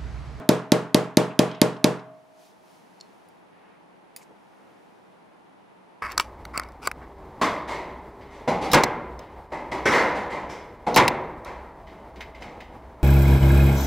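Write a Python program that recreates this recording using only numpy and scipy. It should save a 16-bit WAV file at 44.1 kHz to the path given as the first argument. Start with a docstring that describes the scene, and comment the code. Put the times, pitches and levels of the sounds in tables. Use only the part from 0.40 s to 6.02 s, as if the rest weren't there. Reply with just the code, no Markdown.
"""In a small workroom, a mallet knocks a steel tool onto a snap in a leather strap, on a log block.
Each blow is a steel tick and a short thud; block, bench and room ring on, and loose metal rattles.
Then the tool clicks, the strap is turned over and its metal hook snaps, over quiet room noise.
An automatic volume control ducks under the blows and creeps back up after them."""
import sys
import numpy as np
from scipy import signal
from scipy.fft import rfft, irfft
from scipy.io import wavfile
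from scipy.ndimage import uniform_filter1d, minimum_filter1d

SR = 44100
rng = np.random.default_rng(int(sys.argv[2]) if len(sys.argv) > 2 else 0)


def generate_wav(signal):
    """Clip the signal to [-1, 1] and save it as 16-bit WAV at the path in sys.argv[1]."""
    frames = np.transpose(np.atleast_2d(signal))
    scaled = np.clip(frames, -1, 1) * 32767
    pcm = np.round(scaled).astype(np.int16)
    wavfile.write(sys.argv[1], SR, pcm)


N = 247842
TIME = np.arange(N) / SR  # seconds, for the whole scene
LONG, SHORT = 2 * SR, SR // 4  # samples in a long ring and in a short click
T = np.arange(LONG) / SR  # seconds since one sound began
SIDE = np.array([[1], [-1]])  # adds to the left ear, subtracts from the right


# When the mallet lands and how hard: start_s, level_db
BLOWS = [(-.135, -0.5), (0.0901, 0.56), (0.3192, -0.4), (0.545, -0.5), (0.7704, 1), (0.9911, -0.5),
         (1.2154, -0.5), (1.4425, -1.33)]

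def mallet(tick_db=5.5, thud_db=7.5, ring_db=8, repeat_share=.75, fresh_above_hz=1500):
    """Every blow ticks the tool, thumps the block and sets bench and room ringing."""
    out = np.zeros((2, N))
    thud, bench = block_thud(), bench_ring()
    # the low echoes mostly repeat from blow to blow, the high ones do not
    alike = repeat_share / (1 + (2 ** bin_octaves(LONG) / fresh_above_hz) ** 4)
    repeated = rfft(stereo_noise(LONG, side_db=-14.5)) * np.sqrt(alike)
    for start, db in BLOWS:
        fresh = rfft(stereo_noise(LONG, side_db=-7.5)) * np.sqrt(1 - alike)
        tail = room_echo(irfft(repeated + fresh)) * rise(0.0013) + bench
        # as the snap closes the leather gives less: the tick hardens and the thud thins
        harder_db, thinner_db = 2 * start, -.5 * start
        add(out, start + 0.00013, gain(db + tick_db + harder_db) * tool_tick())
        add(out, start, gain(db + thud_db + thinner_db) * thud + gain(db + ring_db) * tail)
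    return out


# The steel tool's tones, cut short by the fingers: pitch_hz, level_db, ring_s
TOOL_TONES = [(1640, -18, .016), (2116, -17.5, 0.016), (2540, -17, .015), (3265, -15, 0.013),
              (3845, -10, 0.0089), (4500, -10, 0.011), (5030, -14, 0.021), (6044, -18.5, 0.015),
              (7000, -13.5, 0.011), (8705, -30, 0.0074), (9930, -17, 0.01), (11160, -22, 0.009),
              (13030, -21.5, 0.004)]

def tool_tick(steel_db=-1.5, detune=0.0066, scatter_db=1.03):
    """The tool bites the snap, crushes the leather and rings for a few milliseconds."""
    steel = 0
    for k, (hz, db, ring_s) in enumerate(TOOL_TONES):
        louder, higher = rng.standard_normal(2)
        wave = np.sin(2 * np.pi * hz * (1 + detune * higher) * T[:SHORT])
        direction = (-1) ** k  # each tone bends the tip the opposite way to the last
        steel += direction * gain(db + scatter_db * louder) * fade(ring_s, SHORT) * wave
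    bite = crack(db=-9, ring_s=0.0051, low_hz=1920, high_hz=12996)
    crunch = crack(db=-17, ring_s=0.05, low_hz=1201.5, high_hz=6540)
    return gain(steel_db) * steel + bite + crunch


# The block's short pulses under a blow: pitch_hz, level_db, length_s
THUD_PULSES = [(39.97, -40.5, 0.028), (261.2, -1, 0.0086), (630.5, -12.5, .0111), (878, -24.5, 0.017)]

def block_thud(bass_cut_hz=60):
    """A short, dull thud with its deepest bass cut away."""
    thud = 0
    for hz, db, length in THUD_PULSES:
        swell = np.sin(np.pi * np.minimum(T / length, 1)) ** 2
        thud += gain(db) * swell * np.sin(2 * np.pi * hz * T)
    return cut_bass(thud, bass_cut_hz)


# The low tones of block, bench and room: pitch_hz, level_db, ring_s
BENCH_TONES = [(128, -27, .48), (171.5, -22.5, .43), (270, -32, .44), (294, -29, .31), (334, -19, .16),
               (360, -22, .2), (427.5, -24, .41), (463, -18, .2), (489, -19, .25), (534, -23, .19),
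               (613, -17, .22), (716, -33, .2), (786, -32, .22), (830, -38, .31), (878, -37, .36),
               (981, -34, .29), (1067, -33, .29), (1121, -39, .41), (1635, -41, .33)]

def bench_ring(side_db=-15, build_s=.014):
    """Low tones take a moment to build up, then die away."""
    middle = sum(gain(db) * fade(ring_s) * np.sin(2 * np.pi * hz * T) for hz, db, ring_s in BENCH_TONES)
    sides = gain(side_db) * ring(BENCH_TONES, scatter_db=-6.5, detune=0, size=LONG) * SIDE
    return (middle + sides) * (1 - np.exp(-(T / build_s) ** 2))


# The room's echo, band by band: pitch_hz, level_db (per octave), ring_s
ECHO_BANDS = [(30.3, -65, 0.14), (80.7, -50, 0.24), (149.9, -33.5, 0.59), (280, -27.5, 0.39),
              (590, -26.5, .37), (1080, -29, 0.56), (2182, -34.5, 0.42), (4500, -36, 0.3),
              (9130, -38.5, 0.255), (15100, -50.5, .21)]

def room_echo(noise):
    """Many reflections blur into noise, and each band dies at its own rate."""
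    hz, db, ring_s = np.transpose(ECHO_BANDS)
    octave = bin_octaves(LONG)
    even_octaves = np.sqrt(SR / 2 / 2 ** octave / np.log(2))  # gives every octave the same power
    spectrum = rfft(noise) * gain(np.interp(octave, np.log2(hz), db)) * even_octaves
    bands = [irfft(spectrum * np.interp(octave, np.log2(hz), pick)) for pick in np.eye(len(hz))]
    return sum(band * fade(seconds) for band, seconds in zip(bands, ring_s))


# The tones of something on the bench that sings along: pitch_hz, level_db, ring_s
SINGING_TONES = [(279, -49, 1.4), (630.4, -38, 1.55), (690, -48, 1.8)]

def singing_object(level_db=5.5, throb_hz=3.58, throb_depth=.5):
    """A faint, throbbing ring that every blow tops up again."""
    starts = np.array(BLOWS)[:, 0]
    since_blow = TIME - starts[np.maximum(np.searchsorted(starts, TIME) - 1, 0)]
    throb = gain(level_db) * (1 + throb_depth * np.cos(2 * np.pi * throb_hz * (TIME - starts[-1])))
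    out = 0
    for hz, db, ring_s in SINGING_TONES:
        loudness = uniform_filter1d(throb * gain(-60 * since_blow / ring_s), size=400)
        out += gain(db) * loudness * np.sin(2 * np.pi * (hz * TIME + rng.random()))
    return out


# The bounces of loose metal: start_s, level_db
RATTLES = [(1.1127, -34), (1.1474, -35.5), (1.3283, -38), (1.365, -42.5), (1.594, -44)]
# The tones of that metal: pitch_hz, level_db, ring_s
RATTLE_TONES = [(2250, -5, .025), (2800, -2, .012), (3250, -3.5, .02)]

def rattles():
    """Loose metal chatters softly after the last few blows."""
    out = np.zeros((2, N))
    for start, db in RATTLES:
        chatter = crack(db=6, ring_s=.04, low_hz=1800, high_hz=5500)
        metal = ring(RATTLE_TONES, scatter_db=5, detune=0.044)
        add(out, start, gain(db) * rise(.001, SHORT) * (chatter + metal))
    return out


# The touches of the tool's tip: start_s, level_db
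TAPS = [(2.6022, -49), (2.61, -37), (2.6115, -38)]
# The tones of the tip: pitch_hz, level_db, ring_s
TIP_TONES = [(4530, 3, 0.0082), (5170, 3, 0.0056), (7060, -4, 0.0063), (8300, -14, 0.0048),
             (12700, -26, .004)]

def tool_taps():
    """The steel tip taps lightly, making a quick cluster of bright clicks."""
    out = np.zeros((2, N))
    for start, db in TAPS:
        contact = crack(db=-2, ring_s=0.005, low_hz=4100, high_hz=9900)
        tip = ring(TIP_TONES, scatter_db=-3, detune=0.019)
        add(out, start, gain(db) * rise(0.00013, SHORT) * (contact + tip))
    return out


# The clicks of the hook's latch: start_s, level_db
LATCH_CLICKS = [(2.8864, -69), (3.7632, -43), (3.7709, -56)]
# The tones of the hook: pitch_hz, level_db, ring_s
HOOK_TONES = [(1750, -11, 0.018), (2050, 1, 0.013), (2540, 1.5, 0.022), (4600, 2.5, 0.023),
              (4800, 0, 0.026), (5090, -4.5, 0.075), (6740, -1, 0.041), (9300, 9.5, 0.017),
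              (10000, 6.5, 0.021), (10500, 8, 0.02), (11600, 2, 0.017), (13100, -10, .025),
              (14900, 5, 0.04)]

def hook_snaps():
    """The latch strikes sharply and the metal hook rings."""
    out = np.zeros((2, N))
    for start, db in LATCH_CLICKS:
        strike = crack(db=12, ring_s=0.0016, low_hz=1990, high_hz=14960)
        tail = crack(db=-8.5, ring_s=0.25, low_hz=1800, high_hz=13000)
        hook = ring(HOOK_TONES, scatter_db=-2.5, detune=.002)
        add(out, start, gain(db) * (strike + tail + hook))
    return out


# Fingers, leather and hook rubbing: peak_s, length_s, pitch_hz, width_octaves, level_db
RUBS = [(0.917, 0.044, 2500, 0.27, -44), (1.124, 0.18, 2640, 0.43, -45), (3.25, 0.4, 1470, 0.67, -63),
        (3.819, 0.02, 2200, 0.28, -56), (3.829, 0.025, 6330, 0.54, -58.5), (3.911, 0.071, 400, 0.95, -55.5),
        (4.249, 0.53, 500, 1.23, -60.5)]

def strap_rubs():
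    """Handling the strap makes soft swells of noise, each cut to a quarter of a second."""
    out = np.zeros((2, N))
    half_s = T[SHORT // 2]
    for peak, length, hz, width, db in RUBS:
        band = np.exp(-((bin_octaves(SHORT) - np.log2(hz)) / width) ** 2 / 2)
        rub = irfft(rfft(stereo_noise(SHORT, side_db=-9.5)) * band, SHORT)
        swell = np.exp(-(2 * (T[:SHORT] - half_s) / length) ** 2)
        add(out, peak - half_s, gain(db) * swell * rub / rub.std())
    return out


# Moments when the hiss swells: peak_s, length_s, level_db
HISS_SWELLS = [(2.042, 0.16, -58.5), (2.33, 0.19, -63.5), (4.3, 1, -74)]

def hiss_swells():
    """Soft swells of thin, bright hiss."""
    swell = sum(gain(db) * np.exp(-(2 * (TIME - peak) / length) ** 2) for peak, length, db in HISS_SWELLS)
    return swell * hiss()


# The room noise from low to high: pitch_hz, level_db
ROOM_NOISE_SHAPE = [(20, -28), (60, -29), (100, -17.5), (140, -15), (185, -4.5), (240, -9.5), (300, -8.5),
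                    (560, -10.5), (880, -7), (1200, -15.5), (2400, -23), (4500, -34), (8000, -43),
                    (10000, -38.5), (15000, -56.5)]
# How wide it sounds, as the sides' level against the middle's: pitch_hz, side_db
ROOM_NOISE_WIDTH = [(60, 6.5), (110, 0.5), (200, -0.5), (380, 4.5), (700, -1.5), (1290, -1), (2380, 0),
                    (4400, -3), (8120, -5), (15000, -3)]

def room_noise(level_db=-53):
    """A steady, dull noise, widest in the deep bass."""
    middle, side = rng.standard_normal((2, N))
    air = shape(middle + shape(side, ROOM_NOISE_WIDTH) * SIDE, ROOM_NOISE_SHAPE)
    return gain(level_db) * air / air.std()


# The hiss from low to high: pitch_hz, level_db
HISS_SHAPE = [(1000, -11.5), (2500, 1.5), (6000, 0), (8000, -6), (10000, -4), (15000, -12.5)]

def hiss():
    """Thin, bright, steady noise."""
    noise = shape(stereo_noise(N, side_db=-7), HISS_SHAPE)
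    return noise / noise.std()


def fading_hiss(early_db=-70.5, floor_db=-89, fade_at_s=2.92, fade_s=0.098):
    """A faint hiss that sinks to almost nothing about halfway through."""
    early = gain(early_db) / (1 + np.exp((TIME - fade_at_s) / fade_s))
    return (gain(floor_db) + early) * hiss()


def ring(tones, scatter_db, detune, size=SHORT):
    """Dying tones; the grip and the spot that is hit vary their strength and pitch."""
    out = 0
    for hz, db, ring_s in tones:
        louder, higher, phase = rng.standard_normal(3)
        wave = np.sin(2 * np.pi * (hz * (1 + detune * higher) * T[:size] + phase))
        out += gain(db + scatter_db * louder) * fade(ring_s, size) * wave
    return out


def crack(db, ring_s, low_hz, high_hz):
    """The short burst of noise when hard things meet."""
    band = signal.butter(4, [low_hz, high_hz], "band", fs=SR, output="sos")
    return gain(db) * signal.sosfilt(band, stereo_noise(SHORT, side_db=-12.5) * fade(ring_s, SHORT))


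def gain(db):
    """Turn decibels into a multiplier."""
    return 10 ** (np.asarray(db) / 20)


def fade(ring_s, size=LONG):
    """Die away by 60 dB in ring_s seconds."""
    return gain(-60 * T[:size] / ring_s)


def rise(rise_s, size=LONG):
    """Soften the start of a sound."""
    return 1 - np.exp(-T[:size] / rise_s)


def bin_octaves(size):
    """The pitch of each slot in a spectrum, in octaves above 1 Hz."""
    return np.log2(np.maximum(np.arange(size // 2 + 1), 1) * SR / size)


def shape(x, points):
    """Make each pitch louder or softer along a curve."""
    hz, db = np.transpose(points)
    return irfft(rfft(x) * gain(np.interp(bin_octaves(N), np.log2(hz), db)), N)


def cut_bass(x, hz):
    """Weaken everything below this pitch."""
    return signal.sosfilt(signal.butter(2, hz, "high", fs=SR, output="sos"), x)


def stereo_noise(size, side_db):
    """White noise that both ears partly share."""
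    middle, side = rng.standard_normal((2, size))
    return middle + gain(side_db) * side * SIDE


def add(out, start_s, sound):
    """Mix a sound in at start_s."""
    start = int(round(start_s * SR))
    lo, hi = max(start, 0), min(start + sound.shape[-1], N)
    out[:, lo:hi] += sound[..., lo - start:hi - start]


def auto_volume(x, threshold_db=-18, ratio=2.006, recover_db_per_s=6, start_cut_db=6):
    """The volume starts turned down, drops at once on a loud blow and creeps back."""
    power = uniform_filter1d(np.mean(x ** 2, axis=0), size=882)
    level_db = 10 * np.log10(np.maximum(power, 1e-12))
    cut_db = np.maximum(level_db - threshold_db, 0) * (1 - 1 / ratio)
    recovery_db = recover_db_per_s * TIME
    held_db = np.maximum.accumulate(np.maximum(cut_db + recovery_db, start_cut_db)) - recovery_db
    volume = minimum_filter1d(gain(-held_db), size=441)  # dips just ahead of the blow
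    return x * uniform_filter1d(volume, size=220)


def scene(pan_db=-0.5, echo_db=-20):
    """The blows sit just right of centre; the small clicks get a little room echo."""
    blows = (mallet() + singing_object()) * gain(SIDE * pan_db / 2)
    clicks = rattles() + tool_taps() + hook_snaps()
    room = room_echo(stereo_noise(LONG, side_db=-6.5))
    echo = gain(echo_db) * signal.fftconvolve(clicks, room, axes=1)[:, :N]
    return blows + clicks + echo + strap_rubs() + hiss_swells() + room_noise() + fading_hiss()


def record(dry, rumble_hz=20, top_hz=15500):
    """The blows are turned down and their peaks clipped; rumble and the highest treble are cut."""
    clipped = np.clip(auto_volume(dry), -1, 1)
    top_cut = signal.ellip(8, .2, 70, top_hz, fs=SR, output="sos")
    return signal.sosfilt(top_cut, cut_bass(clipped, rumble_hz))


dry = scene()
out = record(dry)
generate_wav(out)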